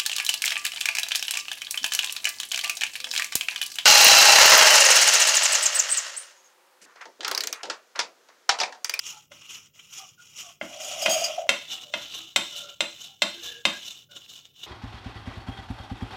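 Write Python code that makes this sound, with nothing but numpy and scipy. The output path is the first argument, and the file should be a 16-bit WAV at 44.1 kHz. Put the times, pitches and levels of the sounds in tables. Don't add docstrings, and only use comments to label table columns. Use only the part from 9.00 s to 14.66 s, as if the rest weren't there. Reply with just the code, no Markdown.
import sys
import numpy as np
from scipy import signal
from scipy.fft import rfft, irfft
from scipy.io import wavfile

SR = 44100
rng = np.random.default_rng(int(sys.argv[2]) if len(sys.argv) > 2 else 0)


def store_wav(level_fs):
    pcm = np.round(np.clip(np.atleast_2d(level_fs), -1, 1) * 32767)
    wavfile.write(sys.argv[1], SR, pcm.T.astype(np.int16))


N = 249606
T = np.arange(N) / SR
FREQS = np.maximum(np.arange(N // 2 + 1) * SR / N, 1)

# lands_s, sweep_start_s, sweep_length_s, slide_db, sweep_db, wake_db, lifted_db,
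# hiss_db (relative to the scrape)
TURNS = [(-.12, 0.067, 0.035, -51, -43, -53.5, -81, 1.5), (0.321, 0.506, 0.048, -55.5, -45, -52.5, -81, -1),
         (0.753, .937, 0.048, -60, -47, -53, -74, 2), (1.2, 1.381, 0.021, -58, -44.5, -51, -77.5, 2),
         (1.623, 1.816, 0.063, -48.5, -40, -35, -35, -0.5),
         (2.043, 2.232, 0.035, -34, -36.5, -40.5, -60.5, -4),
         (2.501, 2.705, 0.029, -48, -36, -41, -51.5, -8.5),
         (2.942, 3.145, 0.031, -41.5, -36.5, -41, -57, -9),
         (3.37, 3.572, 0.022, -45.5, -36.5, -44.5, -65, -6.5),
         (3.817, 4.01, 0.033, -52, -43, -50, -67.5, -5.5),
         (4.227, 4.439, 0.021, -48, -35.5, -43, -62, -7.5), (4.663, 4.87, 0.031, -47.5, -41, -48, -79, -5),
         (5.113, 5.311, 0.052, -53.5, -47, -52, -69, -6.5)]
# freq_hz, gain_db
FIRST_ANGLE_COLOUR = [(150, -26.5), (250, -17.5), (452, -17), (640, -21), (955, -14.5), (1140, -8),
                      (1380, -8.5), (1760, -15.5), (3060, 2), (4410, -22), (5830, -7), (6820, -19.5),
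                      (9010, -28.5), (14700, -31), (16000, -47.5)]
LATER_ANGLE_COLOUR = [(150, -32), (250, -8), (519, -10), (576, -12), (955, -12.5), (1400, -9), (1980, -27),
                      (2910, 7.5), (3580, 3), (4730, -12.5), (5830, -10.5), (7310, -10), (9010, -26),
                      (14900, -23.5), (16000, -52)]
# freq_hz, width_hz, boost_db
FIRST_ANGLE_RESONANCES = [(460, 13, 0.5), (2600, 640, 2.5), (2900, 160, 1.5), (3350, 580, 0),
                          (4200, 120, 1), (4470, 700, 2.5), (5640, 1500, 0), (6870, 480, 8.5)]
LATER_ANGLE_RESONANCES = [(2020, 490, 10.5), (2950, 140, 3), (3646, 380, 6), (3966, 46, 12),
                          (4700, 390, -1), (5560, 110, 5), (7600, 780, -1.5)]
# peak_s, level_db
BARE_WALL_DRAGS = [(0.419, -46), (.795, -44.5), (1.495, -48), (1.731, -42.5), (2.3, -40), (2.385, -38.5),
                   (2.834, -38), (3.208, -37.5), (3.691, -39), (4.56, -42.5), (5.166, -41), (5.219, -48),
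                   (5.452, -45), (5.637, -34)]
# start_s, strength_db (relative), contact_cutoff_hz,
# spoon_ring_db (relative to the bowl), boom_db (relative)
KNOCKS = [(0.317, -24.5, 1800, -1, -66), (0.758, -45, 6000, -16, -81), (1.381, -37, 12000, 0, -77),
          (1.6122, -4.5, 1630, -33, -43.5), (2.0596, 3, 4630, -38, -40), (2.4911, 3.5, 6100, -9, -43.5),
          (2.9379, -3.5, 3600, -7, -48), (3.3604, 1.5, 7950, -1.5, -41), (3.8058, -3, 6500, -1.5, -45),
          (4.2197, 1, 6200, -2, -41), (4.6522, 2, 5600, -4.5, -36)]
# freq_hz, level_db, t60_s (limited to LONGEST_RING_S)
BOWL_MODES = [(581.6, -6.5, 0.053), (671, -8.5, 0.038), (890, -19, 0.0096), (1002, -10, 0.026),
              (1096, -17, 0.031), (1438, -10, 0.062), (1629, -11, 0.066), (2068, -2.5, 0.043),
              (2108, 0, 0.027), (2600, 0.5, 0.038), (2698, -0.5, 0.016), (2777, -2, 0.038),
              (3173, -2.5, 0.059), (4920, -13.5, 0.077), (5516, -7, 0.033), (6130, -30, 0.028),
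              (6020, -9, 0.055), (6900, -11.5, .03)]
# freq_hz, level_db, t60_s (limited to LONGEST_RING_S)
SPOON_MODES = [(3580, 4, 0.06), (3820, -3.5, 0.098), (4165, 3, 0.028), (7520, -2, 0.046),
               (7850, -4.5, 0.033), (8450, -27, 0.015)]
# freq_hz, level_db, t60_s
WORKTOP_MODES = [(178, -2.5, .11), (218, 1, .12), (258, 0, .12), (326, 2, .15), (362, -4, .1)]
# start_s, length_s, level_db (relative), bending_lead_db (modes near 5 kHz)
SQUEALS = [(1.82, 0.034, -45, 0), (2.022, 0.011, -31.5, 3.5), (2.095, .05, -27.5, -2),
           (2.16, 0.056, -36, 0), (2.242, 0.0055, -30.5, 8)]
# freq_hz, pitch_wander_hz, level_db
SQUEAL_MODES = [(3190, 44, -1.5), (4756, 60, -0.5), (5090, 64, -4.5), (5240, 100, -7), (6420, 70, -2.5),
                (6660, 40, 3.5), (7100, 90, -8.5), (8120, 150, -5.5), (10670, 490, -11.5), (14200, 700, -9)]
# start_s, peak_db
WALL_SLIPS = [(2.023, -22), (2.079, -26), (2.106, -21.5), (2.161, -21), (2.214, -23.5), (2.295, -24.5),
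              (2.379, -20.5), (2.426, -32)]
# time_s, moan_db (relative), slip_pitch_hz
WALL_SHUDDER = [(1.66, -45.5, 653), (2.002, -36.5, 648.4), (2.02, -32.5, 644.8), (2.098, -27, 646.6),
                (2.32, -36.5, 647), (2.354, -42.5, 695.4), (2.386, -30.5, 689), (2.47, -38.5, 696)]
# start_s, length_s, upper_hz, upper_db, lower_hz, lower_db
AIR_POCKETS = [(0.113, .085, 1333, -60.5, 846, -57.5), (0.31, .02, 1413, -66, 594, -53),
               (.98, 0.084, 1210, -56, 768, -54.5), (1.175, 0.057, 1427, -54.5, 683, -85),
               (1.427, .09, 1120, -60, 707, -57), (2.696, 0.16, 1305, -64.5, 763, -60.5),
               (2.837, .1, 1270, -83, 594, -58.5), (3.091, .2, 1267, -66, 328, -64),
               (3.512, 0.237, 1388, -55, 578, -55), (4.059, 0.098, 1390, -79, 792, -66),
               (4.341, 0.1, 1596, -59.5, 338, -56), (4.42, 0.209, 1670, -52, 472, -58.5),
               (4.724, 0.066, 1630, -47, 608, -58), (5.088, 0.12, 1442, -60.5, 566, -64.5)]
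# freq_hz, gain_db
KITCHEN_COLOUR = [(25, -8), (60, -6.5), (100, 10), (160, 10), (240, -2), (500, -4.5), (1500, -45),
                  (4000, -53), (16000, -8.5)]

ANGLE_CHANGE_S = 2.5
LAST_LANDING_S, LAST_SLIDE_DB = 5.55, -52
SWELL_S, WAKE_S, LIFT_S, LAND_S = 0.033, 0.048, 0.09, 0.026
WAKE_SAG_DB, SWEEP_HISS_DB, LIFT_HISS_DB = 7, 2.5, 1
DRAG_ATTACK_S, DRAG_RELEASE_S, DRAG_HISS_DB = 0.0044, 0.017, -11.5
LONGEST_RING_S = 0.06
SQUEAL_ATTACK_S, SQUEAL_RELEASE_S = 0.0034, 0.019
SHUDDER_DB = -3
POCKET_GLIDE, POCKET_WOBBLE = 0.024, 0.026
SLOSH_DB = -27
KITCHEN_DB = -65.5
TOP_HZ = 16100


def scrape():
    scrape_db, hiss_db = with_drags(*stirring_levels())
    first = rub(FIRST_ANGLE_COLOUR, FIRST_ANGLE_RESONANCES, scrape_db, hiss_db,
                grain_db=1.0, flutter_db=1.64)
    later = rub(LATER_ANGLE_COLOUR, LATER_ANGLE_RESONANCES, scrape_db, hiss_db,
                grain_db=2.0, flutter_db=2.35)
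    return drift(np.where(T < ANGLE_CHANGE_S, first, later), depth_db=1.9, rate=50)


def stirring_levels():
    points = []
    next_landings = [turn[0] for turn in TURNS[1:]] + [LAST_LANDING_S]
    for turn, next_landing in zip(TURNS, next_landings):
        lands, start, length, slide_db, sweep_db, wake_db, lifted_db, hiss_db = turn
        stop = start + length
        bright_db = hiss_db + SWEEP_HISS_DB
        points += [
            (lands, slide_db, hiss_db),
            (start - SWELL_S, slide_db, hiss_db),
            (start, sweep_db, bright_db),
            (stop, sweep_db, bright_db),
            (stop + WAKE_S, wake_db, hiss_db),
            (next_landing - LIFT_S, wake_db - WAKE_SAG_DB, hiss_db),
            (next_landing - LAND_S, lifted_db, hiss_db + LIFT_HISS_DB),
        ]
    points.append((LAST_LANDING_S + SWELL_S, LAST_SLIDE_DB, hiss_db))
    times, scrape_db, hiss_db = np.transpose(sorted(points))
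    return np.interp(T, times, scrape_db), np.interp(T, times, hiss_db)


def with_drags(scrape_db, hiss_db):
    drags = 0
    for peak_s, db in BARE_WALL_DRAGS:
        decay = np.maximum((peak_s - T) / DRAG_ATTACK_S, (T - peak_s) / DRAG_RELEASE_S)
        drags = drags + undb(db) * np.exp(-decay)
    body = np.hypot(undb(scrape_db), drags)
    hiss = np.hypot(undb(scrape_db + hiss_db), undb(DRAG_HISS_DB) * drags)
    return 20 * np.log10(body), 20 * np.log10(hiss / body)


def rub(colour, resonances, scrape_db, hiss_db, grain_db, flutter_db):
    is_catch = rng.random(N) < 3500 / SR
    grain = undb(grain_db * np.minimum(rng.exponential(size=N), 5))
    catches = is_catch * rng.standard_normal(N) * grain
    smooth_rubbing = rng.standard_normal(N)
    force = (unit(catches) + smooth_rubbing) * undb(flutter_db * walk(110))

    boost_db = sum(db * np.exp(-2 * ((FREQS - hz) / width) ** 2) for hz, width, db in resonances)
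    gain = contour(colour) * undb(boost_db) * wall_modes(ripple_db=2.2)
    treble = 1 / (1 + (4600 / FREQS) ** 10)

    body_rms = np.std(shape(force, gain * (FREQS > 2200) * (FREQS < 4400)))
    hiss_rms = np.std(shape(force, gain * (FREQS > 5000) * (FREQS < 9000)))
    body = shape(force, gain * (1 - treble)) / body_rms
    hiss = shape(force, gain * treble) / hiss_rms
    return undb(scrape_db) * (body + undb(hiss_db) * hiss)


def wall_modes(ripple_db):
    hz = np.linspace(0, SR / 2, 190)
    return undb(ripple_db * np.interp(FREQS, hz, rng.standard_normal(len(hz))))


def drift(x, depth_db, rate):
    place = 4 * np.log2(np.clip(FREQS, 500, 16000) / 500)
    spectrum = rfft(x)
    out = np.zeros(N)
    for k in range(21):
        band = irfft(spectrum * np.maximum(1 - abs(place - k), 0), N)
        out += band * undb(depth_db * walk(rate))
    return out


def knocks():
    out, t = np.zeros(N), T[:SR // 3]
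    bowl, spoon = limit_ring(BOWL_MODES), limit_ring(SPOON_MODES)
    contact = 1 - np.exp(-t / 0.0005)
    late_swell = 1 - np.exp(-(t / 0.024) ** 2)
    for start, db, contact_hz, spoon_db, boom_db in KNOCKS:
        bowl_ring = ring(bowl, t, scatter_db=1.0, wobble=0.016)
        spoon_ring = undb(spoon_db) * ring(spoon, t, scatter_db=1.0, wobble=0.022)
        crack = undb(-3) * band_noise(t, 520, 19845) * np.exp(-t / 0.0098)
        tail_gain = undb(-23.0 + 4.6 * walk(400, size=len(t)))
        tail = tail_gain * band_noise(t, 680, 5100) * np.exp(-t / 0.036)
        dull_gain = undb(-21.5 + 1.6 * walk(150, size=len(t)))
        dull_tail = dull_gain * band_noise(t, 590, 2500) * np.exp(-t / 0.029) * late_swell
        blow = (bowl_ring + spoon_ring + crack + tail + dull_tail) * contact
        add(out, start, undb(db - 16.0) * lowpass(blow, contact_hz))

        boom = ring(WORKTOP_MODES, t, scatter_db=1.5, wobble=0.04) * late_swell
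        thud = undb(-18.5) * band_noise(t, 74, 280) * np.exp(-t / 0.018)
        add(out, start, undb(boom_db + 12.5) * (boom + thud))
    return out


def limit_ring(modes):
    return [(hz, db, min(t60, LONGEST_RING_S)) for hz, db, t60 in modes]


def ring(modes, t, scatter_db, wobble):
    out = 0
    for mode_hz, db, t60 in modes:
        hz = mode_hz * (1 + wobble * walk(263, size=len(t)))
        phase = 2 * np.pi * (rng.random() + np.cumsum(hz) / SR)
        level = undb(db + scatter_db * rng.standard_normal())
        out = out + level * np.sin(phase) * np.exp(-np.log(1000) * t / t60)
    return out


def squeal():
    level, bending_level = 0, 0
    for start, length, db, lead_db in SQUEALS:
        attack = np.minimum(T - start, 0) / SQUEAL_ATTACK_S
        release = np.maximum(T - start - length, 0) / SQUEAL_RELEASE_S
        burst = np.exp(attack - release)
        level = np.maximum(level, undb(db) * burst)
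        bending_level = np.maximum(bending_level, undb(db + lead_db) * burst)
    tones = 0
    for mode_hz, wander_hz, mode_db in SQUEAL_MODES:
        phase = 2 * np.pi * np.cumsum(mode_hz + wander_hz * walk(900)) / SR
        is_bending = abs(mode_hz - 5000) < 600
        mode_level = bending_level if is_bending else level
        tones = tones + mode_level * undb(mode_db + 2.5 * walk(220)) * np.sin(phase)
    rasp = undb(-5 + 2.5 * walk(400)) * lowpass(band_noise(T, 4300, 16000), 7500, order=1)
    return (tones + level * rasp) * undb(-2.0)


def judder():
    swells, t = np.zeros(N), T[:SR // 8]
    swell = (1 - np.exp(-(t / 0.0033) ** 2)) * np.exp(-t / 0.013)
    for start, db in WALL_SLIPS:
        add(swells, start, undb(db) * swell / swell.max())
    times, moan_db, wall_hz = np.transpose(WALL_SHUDDER)
    hz = np.interp(T, times, wall_hz) * (1 + 0.0392 * walk(250))
    slips = swells * np.sin(2 * np.pi * np.cumsum(hz) / SR)
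    moan_gain = undb(np.interp(T, times, moan_db, left=-120, right=-120) + SHUDDER_DB)
    return slips + moan_gain * band_noise(T, 577, 735)


def gurgles():
    out = np.zeros(N)
    for start, length, upper_hz, upper_db, lower_hz, lower_db in AIR_POCKETS:
        n = int(length * SR)
        for centre_hz, db in ((upper_hz, upper_db), (lower_hz, lower_db)):
            roughness = 1 + 0.45 * walk(300, size=n)
            glide = POCKET_GLIDE * np.linspace(1, -1, n)
            hz = centre_hz * (1 + glide + POCKET_WOBBLE * walk(343, size=n))
            opening = np.sqrt(np.abs(np.sin(np.linspace(0, np.pi, n))))
            swell = opening * undb(1.8 * walk(132, size=n))
            tone = np.sin(2 * np.pi * np.cumsum(hz) / SR)
            add(out, start, undb(db) * unit(swell * roughness * tone))
    return out


def bubbles():
    out, t = np.zeros(N), T[:SR // 50]
    scrape_db, hiss_db = stirring_levels()
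    for when, pitch, strength in rng.random(size=(700, 3)):
        i = int(when * N)
        hz = 2600 * 3 ** pitch
        db = scrape_db[i] + pitch * (hiss_db[i] - 1.5) - 2 + 14 * strength ** 3
        chirp = np.sin(2 * np.pi * hz * t * (1 + 5 * t)) * np.exp(-t * hz / 7)
        add(out, T[i], undb(db) * chirp)
    return out


def slosh():
    scrape_db, _ = stirring_levels()
    return undb(scrape_db + SLOSH_DB + 3 * walk(40)) * band_noise(T, 35, 330)


def kitchen():
    return undb(KITCHEN_DB) * unit(shape(rng.standard_normal(N), contour(KITCHEN_COLOUR)))


def room(x, wet_db, t60_low, t60_high):
    t = T[:SR // 2]
    noise = rng.standard_normal(len(t))
    low = lowpass(noise, 2900)
    low_tail = low * np.exp(-np.log(1000) * t / t60_low)
    high_tail = 0.5 * (noise - low) * np.exp(-np.log(1000) * t / t60_high)
    tail = (low_tail + high_tail) * (1 - np.exp(-(t / 0.0082) ** 2))
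    return x + undb(wet_db) * signal.fftconvolve(x, tail / np.linalg.norm(tail))[:N]


def undb(db):
    return 10 ** (np.asarray(db) / 20)


def unit(x):
    return x / np.sqrt(np.mean(x ** 2))


def add(out, start, sound):
    i = max(int(start * SR), 0)
    out[i:i + len(sound)] += sound[:max(N - i, 0)]


def contour(points):
    hz, db = np.transpose(points)
    return undb(np.interp(np.log(FREQS), np.log(hz), db))


def shape(x, gain):
    return irfft(rfft(x) * gain, N)


def lowpass(x, hz, order=2):
    return signal.sosfilt(signal.butter(order, hz, fs=SR, output="sos"), x)


def band_noise(t, low_hz, high_hz):
    sos = signal.butter(3, [low_hz, high_hz], "band", fs=SR, output="sos")
    return unit(signal.sosfilt(sos, rng.standard_normal(len(t))))


def walk(rate, size=N):
    steps = rng.standard_normal(4096)
    return 1.2 * np.interp(T[:size] * rate, np.arange(len(steps)), steps)


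def scene():
    spoon_and_batter = scrape() + squeal() + judder() + gurgles() + bubbles()
    stirring = room(spoon_and_batter, wet_db=-18, t60_low=0.22, t60_high=0.15)
    blows = room(knocks(), wet_db=-7.0, t60_low=0.26, t60_high=0.4)
    return (stirring + blows + slosh() + kitchen())[None]


def record(dry):
    return signal.sosfilt(signal.ellip(10, 0.2, 70, TOP_HZ, fs=SR, output="sos"), dry)


dry = scene()
out = record(dry)
store_wav(out)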